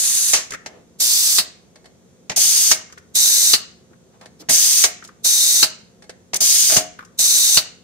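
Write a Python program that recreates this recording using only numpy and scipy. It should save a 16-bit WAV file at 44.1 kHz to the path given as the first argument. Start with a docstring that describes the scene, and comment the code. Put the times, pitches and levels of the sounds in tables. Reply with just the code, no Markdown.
"""An air-powered fry cutter runs four cycles on a workbench, close by in a small humming room.
Air rushes from one exhaust port as the ram pushes a potato through the cutting grid, and from the
other as it returns. Each stroke ends in a slam that thumps the bench and rings the steel frame.
Fries plop into a plastic bucket, the next potato is laid in the steel trough and the lid claps shut."""
import sys
import numpy as np
from scipy import signal
from scipy.fft import rfft, irfft, next_fast_len
from scipy.io import wavfile
from scipy.ndimage import uniform_filter1d

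SR = 44100
rng = np.random.default_rng(int(sys.argv[2]) if len(sys.argv) > 2 else 0)


def wav_record(signal):
    """Record a signal, one row per channel, as 16-bit PCM in the file named by sys.argv[1]."""
    frames = np.transpose(np.atleast_2d(signal))
    bounded = np.clip(frames, -1, 1)
    # unit amplitude maps onto the largest positive 16-bit level
    quanta = np.round(bounded * 32767).astype(np.int16)
    wavfile.write(sys.argv[1], SR, quanta)


N = 345303
OVERRUN_S = .005  # air keeps flowing this long after a slam

# The ram's pushes. Each row: valve opening and slam in seconds, hiss and slam levels in dB,
# the slam's t60 (seconds to fade by 60 dB), bench thump in dB.
PUSHES = [(-.03, 0.333, -15.5, -8, 0.22, -42.5), (2.360, 2.713, -12, -4.5, 0.087, -37),
          (4.490, 4.838, -11.5, -4, .09, -37), (6.403, 6.766, -11.5, -7.5, 0.1, -17.5)]
# The forward port's colour (how strong each frequency is), from the front and from beside it.
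# Each row: frequency in Hz, left level in dB, right level in dB.
PUSH_FRONT = [(200, -45.5, -36.5), (1198, -29, -26.5), (1610, -20.5, -25), (1877, -24, -20.5),
              (3400, -14.5, -21.5), (3750, -9.5, -10.5), (5700, -9.5, -8), (6160, 2, -5), (9900, -14, -2.5),
              (12000, -14.5, -15), (12400, -25.5, -8.5), (13600, -18.5, -15), (15100, -30.5, -15.5)]
PUSH_BESIDE = [(200, -37, -32), (1260, -29.5, -30), (2210, -25, -18), (2650, -17.5, -19.5),
               (3730, -9, -18.5), (4920, -13.5, -1), (5860, -0.5, -13.5), (6230, 2.5, -2.5),
               (7400, -7, -9.5), (8600, -7.5, -4.5), (9240, -30, -1), (10200, -10, -15),
               (11600, -25.5, -6.5), (11800, -16, -13), (14800, -17.5, -16.5), (15100, -34, -13)]
# The slam on the grid. Each row: frequency in Hz, level in dB.
GRID_COLOUR = [(100, -17), (450, -7), (700, -8.5), (900, -7), (1100, -3.5), (1300, -6), (1600, -4),
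               (2200, 0), (3400, -1.5), (4600, 2), (6600, 7), (9000, -3.5), (15000, -21)]
def forward_strokes():
    """The ram jerks off, air rushes from the forward port, and the ram slams into the grid."""
    ring_db, sag_db = -21.5, -0.7  # the hiss sinks as the potato brakes the ram
    flows = [(opens, hits + OVERRUN_S, db) for opens, hits, db, *_ in PUSHES]
    slams = [(hits, db, t60, thump_db, ring_db) for _, hits, _, db, t60, thump_db in PUSHES]
    air = exhaust(flows, PUSH_FRONT, PUSH_BESIDE, lag_ms=0.074,
                  opening_s=0.0045, vent_t60=0.14, flutter_db=0.75, change_db=sag_db)
    grid = blows(slams, GRID_COLOUR, hold_s=0.0028, thump_hz=134, thump_t60=0.074, contact_hz=9000)
    return air + grid + jerks([opens for opens, *_ in PUSHES], db=-33.5)


# The ram's returns. Each row: valve opening in seconds, then hiss, slam, thump and ring in dB.
RETURNS = [(.997, -13.5, -7, -32.5, -29), (3.148, -12, -5.5, -23, -35), (5.241, -12.5, -5, -27.5, -24.5),
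           (7.185, -12.5, -5.5, -27, -26.5)]
# The return port, from the front and from beside it. Each row: frequency in Hz, left dB, right dB.
RETURN_FRONT = [(200.2, -40, -37), (1200, -32, -26.5), (1600, -26, -26), (2500, -24, -19.5),
                (3500, -8, -15), (4970, -9, -2.5), (6150, -1, -14), (7800, -10.5, -2), (9400, -8.5, -6.5),
                (11060, -14, -13), (11600, -19, -4.5), (14800, -17, -19), (15010, -44.5, -8.5)]
RETURN_BESIDE = [(200, -36.5, -34.5), (1212, -34.5, -31.5), (1910, -25, -26.5), (2180, -28, -23),
                 (3440, -16.5, -26.5), (3660, -5, -8), (4740, -11.5, -12), (5300, -12.5, -11),
                 (6150, 0.5, -9.5), (7200, -13.5, -7), (7660, -11.5, -5.5), (9500, -15, -8),
                 (10300, -11.5, -14), (12100, -28, -10.5), (13600, -15, -15.5), (15100, -34, -16.5)]
# The slam on the end cap. Each row: frequency in Hz, level in dB.
CAP_COLOUR = [(100, -22), (500, -18.5), (850, -17.5), (1300, -13.5), (1500, -12), (2400, -15), (2900, -6),
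              (3400, -13.5), (4000, -1), (4600, 2), (5600, -9), (7500, -12), (10000, -13.5), (15000, -27.5)]
def return_strokes():
    """Air seeps, then rushes from the return port until the piston slams into the end cap."""
    travel_s, slam_t60 = .386, 0.089  # with no load, the trip always takes the same time
    seep_s, seep_db = 0.014, -43.5  # just before the valve opens fully
    openings = [s for s, *_ in RETURNS]
    seeps = [(s - seep_s, s, seep_db) for s in openings]
    flows = [(s, s + travel_s + OVERRUN_S, db) for s, db, *_ in RETURNS]
    slams = [(s + travel_s, db, slam_t60, thump_db, ring_db) for s, _, db, thump_db, ring_db in RETURNS]
    port = dict(front=RETURN_FRONT, beside=RETURN_BESIDE, lag_ms=-0.17)
    air = exhaust(seeps, **port, opening_s=0.017, vent_t60=.03, flutter_db=5.0, change_db=8.5)
    air += exhaust(flows, **port, opening_s=0.0076, vent_t60=0.12, flutter_db=0.6)
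    cap = blows(slams, CAP_COLOUR, hold_s=0.0055, thump_hz=143, thump_t60=0.038, contact_hz=9000)
    return air + cap + jerks(openings, db=-40.5)


# How alike a jet sounds in both ears. Each row: frequency in Hz, shared part from 0 to 1.
JET_LIKENESS = [(100, .4), (500, 0.89), (1200, .5), (2300, .2), (3300, .9), (4500, 0.5), (6500, 0.26),
                (8000, 0.4), (15000, 0.38)]
LISTENER_MOVES_S = 2  # later jets are heard from beside the machine
def exhaust(strokes, front, beside, lag_ms, opening_s, vent_t60, flutter_db, change_db=0):
    """Swirling air hisses from each start to its stop, then fades as the cylinder empties."""
    out = np.zeros((2, N))
    for start, stop, db in strokes:
        length = max(stop - start, .002)
        t = clock(length + .3)
        flow = np.minimum(t / opening_s, 1) ** 1.3 * fade(np.maximum(t - length, 0), vent_t60)
        eddies = unit(uniform_filter1d(rng.standard_normal(len(t)), size=400))
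        colour = front if start < LISTENER_MOVES_S else beside
        jet = near_echoes(noise(len(t), colour, lag_ms, JET_LIKENESS))
        level_db = db + change_db * np.minimum(t / length, 1) + flutter_db * eddies
        add(out, start, jet * flow * undb(level_db))
    return out


# The ram's jerk. Each row: frequency in Hz, level in dB.
JERK_COLOUR = [(150, -12), (450, -6), (700, -0.5), (1100, -12.5), (3000, -15), (15000, -36.5)]
def jerks(openings, db):
    """The ram gives a dull jerk as the pressure reaches it, just after the valve opens."""
    delay_s, t60, thump_db, ring_db = 0.0068, 0.066, db - 4, db - 3.5
    rows = [(s + delay_s, db, t60, thump_db, ring_db) for s in openings]
    return blows(rows, JERK_COLOUR, hold_s=0.012, thump_hz=170, thump_t60=0.13, contact_hz=1000)


def blows(rows, colour, hold_s, thump_hz, thump_t60, contact_hz):
    """Each blow cracks, thumps the bench and rings the frame."""
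    out = np.zeros((2, N))
    bench = hump(thump_hz, skirt_db=-9.0)
    for s, db, t60, thump_db, ring_db in rows:
        add(out, s, undb(db) * burst(colour, t60, hold_s, rise_s=0.00089))
        add(out, s, undb(thump_db) * burst(bench, thump_t60, hold_s=0.0017, rise_s=0.0022))
        add(out, s, undb(ring_db) * frame_ring(contact_hz))
    return out


# The tones of the steel frame and grid. Each row: frequency in Hz, level in dB, t60 in seconds.
FRAME_TONES = [(290, -9, 0.24), (354, -13, 0.22), (552, -5.5, 0.28), (633.4, -1, 0.29), (680, -5.5, 0.19),
               (718, 0, .21), (839, 0, 0.15), (1100, -2, .08), (1575, -4, 0.091), (1694, -3, 0.16),
               (1860, 2.5, .15), (2150, -0.5, 0.24), (2210, -7.5, 0.3), (2630, -4.5, 0.12),
               (3050, -7.5, 0.2), (4100, -3, .24), (4400, -1, .18), (4466, 3.5, .2), (5240, -5.5, .22),
               (6368, -7, .18), (6600, -7, .22)]
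def frame_ring(contact_hz):
    """Each blow rings a new mix of the frame's tones; a soft contact weakens those above contact_hz."""
    t = clock(.32)
    hz, db, t60 = np.array(FRAME_TONES).T[:, :, None]
    strength = undb(db) / (1 + (hz / contact_hz) ** 4)
    detuned_hz = hz * (1 + .003 * rng.standard_normal(hz.shape))
    phase = 2 * np.pi * (detuned_hz * t + rng.random(hz.shape))
    tones = strength * fade(t, t60) * np.exp(1j * phase)
    ear_phase = rng.standard_normal((2, len(hz))) * np.minimum(hz.T / 1500, 2)
    ear_mix = undb(2 * rng.standard_normal((2, len(hz)))) * np.exp(1j * ear_phase)
    return (ear_mix @ tones).imag / np.linalg.norm(strength)


# The lid shuts. Each row: start in seconds, clap and thump in dB, seconds until the bounce,
# the bounce's level change in dB.
LID_CLAPS = [(.660, -25.5, -53, 0.015, -17.5), (2.296, -18.5, -34, 0.019, -6),
             (4.487, -21.5, -29.5, .008, 3.5), (6.333, -19, -36, 0.014, -4)]
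# The lid's clap. Each row: frequency in Hz, level in dB.
LID_COLOUR = [(100, -13), (400, -5.5), (750, 3), (1200, -7), (2000, 1.5), (3500, -5), (6500, 0),
              (9000, -16.5), (15000, -34)]
# Spits of air from the forward port. Each row: start and stop in seconds, level in dB.
SPITS = [(6.342, 6.347, -10), (6.356, 6.373, -16.5)]
def lid():
    """The lid claps shut and bounces once; the last time, it bumps the valve and air spits out."""
    t60, ring_offset_db = .065, -17
    rows = []
    for s, db, thump_db, bounce_s, bounce_db in LID_CLAPS:
        for late_s, shift_db in [(0, 0), (bounce_s, bounce_db)]:
            clap_db = db + shift_db
            rows.append((s + late_s, clap_db, t60, thump_db + shift_db, clap_db + ring_offset_db))
    claps = blows(rows, LID_COLOUR, hold_s=0.0028, thump_hz=175, thump_t60=0.13, contact_hz=2210)
    return claps + exhaust(SPITS, PUSH_FRONT, PUSH_BESIDE, lag_ms=0.074,
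                           opening_s=0.0022, vent_t60=0.013, flutter_db=1.5, change_db=-4.0)


# Cracks at the blades. Each row: start in seconds, level in dB, frame ring in dB.
CRUNCHES = [(6.696, -23, -38), (6.720, -21.5, -29), (6.733, -28.5, -36), (6.760, -26, -28),
            (6.783, -29, -29), (6.801, -33, -28.5)]
# One crack. Each row: frequency in Hz, level in dB.
CRUNCH_COLOUR = [(120, -13), (330, -10), (450, -7), (660, 3), (820, -2), (1000, -10), (1300, -2.5),
                 (3000, -5), (6000, -6.5), (15000, -35)]
def hard_potato():
    """A hard potato cracks through the blades and shakes the grid."""
    out = np.zeros((2, N))
    for s, db, ring_db in CRUNCHES:
        add(out, s, undb(db) * burst(CRUNCH_COLOUR, t60=0.15))
        add(out, s, undb(ring_db) * frame_ring(contact_hz=900))
    return out


# Fries land. Each row: start in seconds, level in dB, pitch in Hz.
PLOPS = [(.519, -26.5, 1750), (.535, -25, 1500), (.544, -25.5, 1750), (2.899, -44.5, 1360),
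         (2.924, -39.5, 1430), (2.975, -36, 1600), (3.932, -49.5, 1460), (5.024, -36, 1470),
         (5.088, -39.5, 1410), (6.989, -30, 1455), (7.006, -37.5, 1420), (7.025, -39, 1200)]
# One plop. Each row: multiple of its pitch, level in dB.
PLOP_COLOUR = [(.12, -20), (.3, -12.5), (.55, -25), (.82, -5.5), (1, -4), (1.22, -7.5), (1.7, -19.5),
               (8, -41)]
# Loose fries tick. Each row: start in seconds, level in dB.
TICKS = [(.506, -25.5), (.521, -27.5), (.535, -28), (.545, -34.5), (2.924, -38), (2.98, -41.5),
         (5.04, -37.5), (5.048, -34), (5.075, -40), (7.049, -43)]
# One tick. Each row: frequency in Hz, level in dB.
TICK_COLOUR = [(300, -9.5), (2000, -13.5), (4000, -9.5), (6500, 0), (9000, -10), (15000, -27)]
def fries():
    """Fries hit the bucket with short hollow plops and wet ticks."""
    out = np.zeros((2, N))
    pan_db = np.array([[0.75], [-0.75]])  # a little to the left
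    for s, db, hz in PLOPS:
        colour = [(hz * multiple, gain_db) for multiple, gain_db in PLOP_COLOUR]
        add(out, s, undb(db + pan_db) * burst(colour, t60=0.046, hold_s=0.003))
    for s, db in TICKS:
        add(out, s, undb(db) * burst(TICK_COLOUR, t60=0.052, hold_s=0.00082, rise_s=0.00044))
    return out


# Knocks in the trough. Each row: start in seconds, level in dB.
KNOCKS = [(1.757, -42.5), (1.843, -52), (1.856, -42.5), (4.211, -41.5), (4.257, -38), (6.022, -42),
          (6.039, -46.5), (6.094, -31)]
# One knock. Each row: frequency in Hz, level in dB.
KNOCK_COLOUR = [(150, -9), (600, 6), (1100, -8), (1800, 3), (2600, -7.5), (4000, -2.5), (6500, -5),
                (9000, -8), (15000, -37)]
def trough(t60=0.06, thump_db=-62, ring_db=-49):
    """The next potato knocks about as it is laid in the steel trough."""
    rows = [(s, db, t60, thump_db, ring_db) for s, db in KNOCKS]
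    return blows(rows, KNOCK_COLOUR, hold_s=0.0024, thump_hz=220, thump_t60=0.072, contact_hz=5900)


# Soft rubs. Each row: middle and length in seconds, level in dB, strongest frequency in Hz.
BRUSHES = [(0.735, .3, -49, 470), (3.919, 0.06, -51, 191), (4.151, 0.078, -56.5, 900),
           (4.232, 0.078, -46.5, 885), (4.411, 0.048, -41.5, 5170), (4.423, .08, -43.5, 346)]
def brushes():
    """Sleeve, hand and settling fries rub on machine and bucket in soft swells."""
    out = np.zeros((2, N))
    for s, length, db, hz in BRUSHES:
        swell = np.hanning(int(length * SR))
        add(out, s - length / 2, undb(db) * swell * noise(len(swell), hump(hz, skirt_db=-13)))
    return out


def near_echoes(x, strength=0.45, count=12):
    """Quick echoes off lid, frame and bench colour the sound differently for each ear."""
    lags = rng.integers(130, 520, (2, count))  # samples
    echoes = np.array([sum(np.roll(ear, lag) for lag in row) for ear, row in zip(x, lags)])
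    return unit(x + strength * unit(echoes))


# The room's echo. Each row: frequency in Hz, level in dB, t60 in seconds.
ROOM_BANDS = [(150, -14.5, 0.65), (689, -9, 0.36), (1980, -10.5, 0.47), (4300, -17, 0.41),
              (6950, -15.5, 0.37), (9800, -18.5, 0.13), (15000, -25, .2)]
def room_echo(x, build_s=0.0054):
    """Echoes from bench and walls blur together; the treble dies first."""
    t = clock(.7)
    hz = np.fft.rfftfreq(len(t), 1 / SR)
    white = rfft(rng.standard_normal((2, len(t))))
    centres = np.log([row[0] for row in ROOM_BANDS])
    echo = 0
    for share, (_, db, t60) in zip(np.eye(len(ROOM_BANDS)), ROOM_BANDS):
        band = irfft(white * np.interp(np.log(np.maximum(hz, 1)), centres, share), len(t))
        tail = fade(t, t60) * np.minimum(t / build_s, 1) ** 2
        echo = echo + undb(db) * band * tail / np.linalg.norm(tail)
    return signal.fftconvolve(x, echo, axes=1)[:, :N]


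# A motor's tones, then the colour of the room's noise. Each row: frequency in Hz, level in dB.
MOTOR_TONES = [(86.1, -67), (177.6, -61.5), (226.1, -67.5), (376.8, -70.5), (457.6, -74.5), (522.2, -69)]
ROOM_NOISE_COLOUR = [(18, -44.5), (30, -32.5), (69, -10.5), (234, -6), (288, -14), (355, -11.5), (472, -11),
                     (612, -21), (698, -17.5), (794, -24), (2990, -34), (3230, -31), (5030, -33),
                     (6360, -26), (15000, -48.5)]
def hum(noise_db=-53, waver_radians=0.94):
    """A motor's tones waver slowly over the room's steady noise."""
    t = np.arange(N) / SR
    out = undb(noise_db) * noise(N, ROOM_NOISE_COLOUR)
    for hz, db in MOTOR_TONES:
        drift = np.interp(t, np.linspace(0, N / SR, num=50), rng.standard_normal(50))
        phase = 2 * np.pi * hz * t + waver_radians * drift + rng.standard_normal((2, 1))
        out += np.sqrt(2) * undb(db) * np.sin(phase)
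    return out


# How alike other noises sound in both ears. Each row: frequency in Hz, shared part from 0 to 1.
EAR_LIKENESS = [(100, 0.6), (500, 0.6), (1200, 0.2), (3000, 0), (7000, 0.5), (15000, .15)]
def noise(n, colour, lag_ms=0.065, likeness=EAR_LIKENESS):
    """Coloured noise: each ear has its own part, plus a shared part lag_ms later on the right."""
    size = next_fast_len(n)
    hz = np.fft.rfftfreq(size, 1 / SR)
    white = rfft(rng.standard_normal((3, size)))
    alike = np.clip(along(hz, likeness, 1), 0, 1)
    shared = white[2] * np.exp(-2j * np.pi * np.outer([0, lag_ms], hz / 1000))
    ears = np.sqrt(alike) * shared + np.sqrt(1 - alike) * white[:2]
    gains = undb([along(hz, colour, 1), along(hz, colour, -1)])
    return unit(irfft(ears * gains, size)[:, :n])


def burst(colour, t60, hold_s=0.0028, rise_s=0.00078):
    """A blow wakes many close tones: a noise that swells during contact, then dies away."""
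    t = clock(.32)
    return noise(len(t), colour) * (1 - np.exp(-t / rise_s)) * fade(np.maximum(t - hold_s, 0), t60)


def hump(hz, skirt_db):
    """A colour with one broad peak, falling to skirt_db an octave away."""
    return [(hz / 8, 4 * skirt_db), (hz / 2, skirt_db), (hz, 0),
            (hz * 2, skirt_db), (hz * 8, 2 * skirt_db), (hz * 32, 4 * skirt_db)]


def along(hz, points, column):
    """Read between a table's rows, with octaves evenly spaced."""
    table = np.array(points, float).T
    return np.interp(np.log(np.maximum(hz, 1)), np.log(table[0]), table[column])


def undb(db):
    """Turn decibels into a gain."""
    return 10 ** (np.asarray(db) / 20)


def unit(x):
    """Scale to an average power of 1."""
    return x / np.sqrt(np.mean(x ** 2))


def clock(length):
    """Sample times for this many seconds."""
    return np.arange(int(length * SR)) / SR


def fade(t, t60):
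    """Die away by 60 dB every t60 seconds."""
    return np.exp(-np.log(1000) * t / t60)


def add(out, s, sound):
    """Mix a sound in at s seconds, dropping what falls outside."""
    start = int(s * SR)
    a, b = max(start, 0), min(start + sound.shape[-1], N)
    out[:, a:b] += sound[..., a - start:b - start]


def scene():
    """Strokes, lid, potatoes and handling in the humming room."""
    near = forward_strokes() + return_strokes() + lid() + trough() + hard_potato() + fries() + brushes()
    return near + room_echo(near) + hum()


def record(dry):
    """Flatten the tallest peaks and cut the highest treble."""
    top_hz = 15600
    lowpass = signal.ellip(10, .2, 60, top_hz, fs=SR, output="sos")
    return signal.sosfilt(lowpass, np.clip(dry, -1, 1))


dry = scene()
out = record(dry)
wav_record(out)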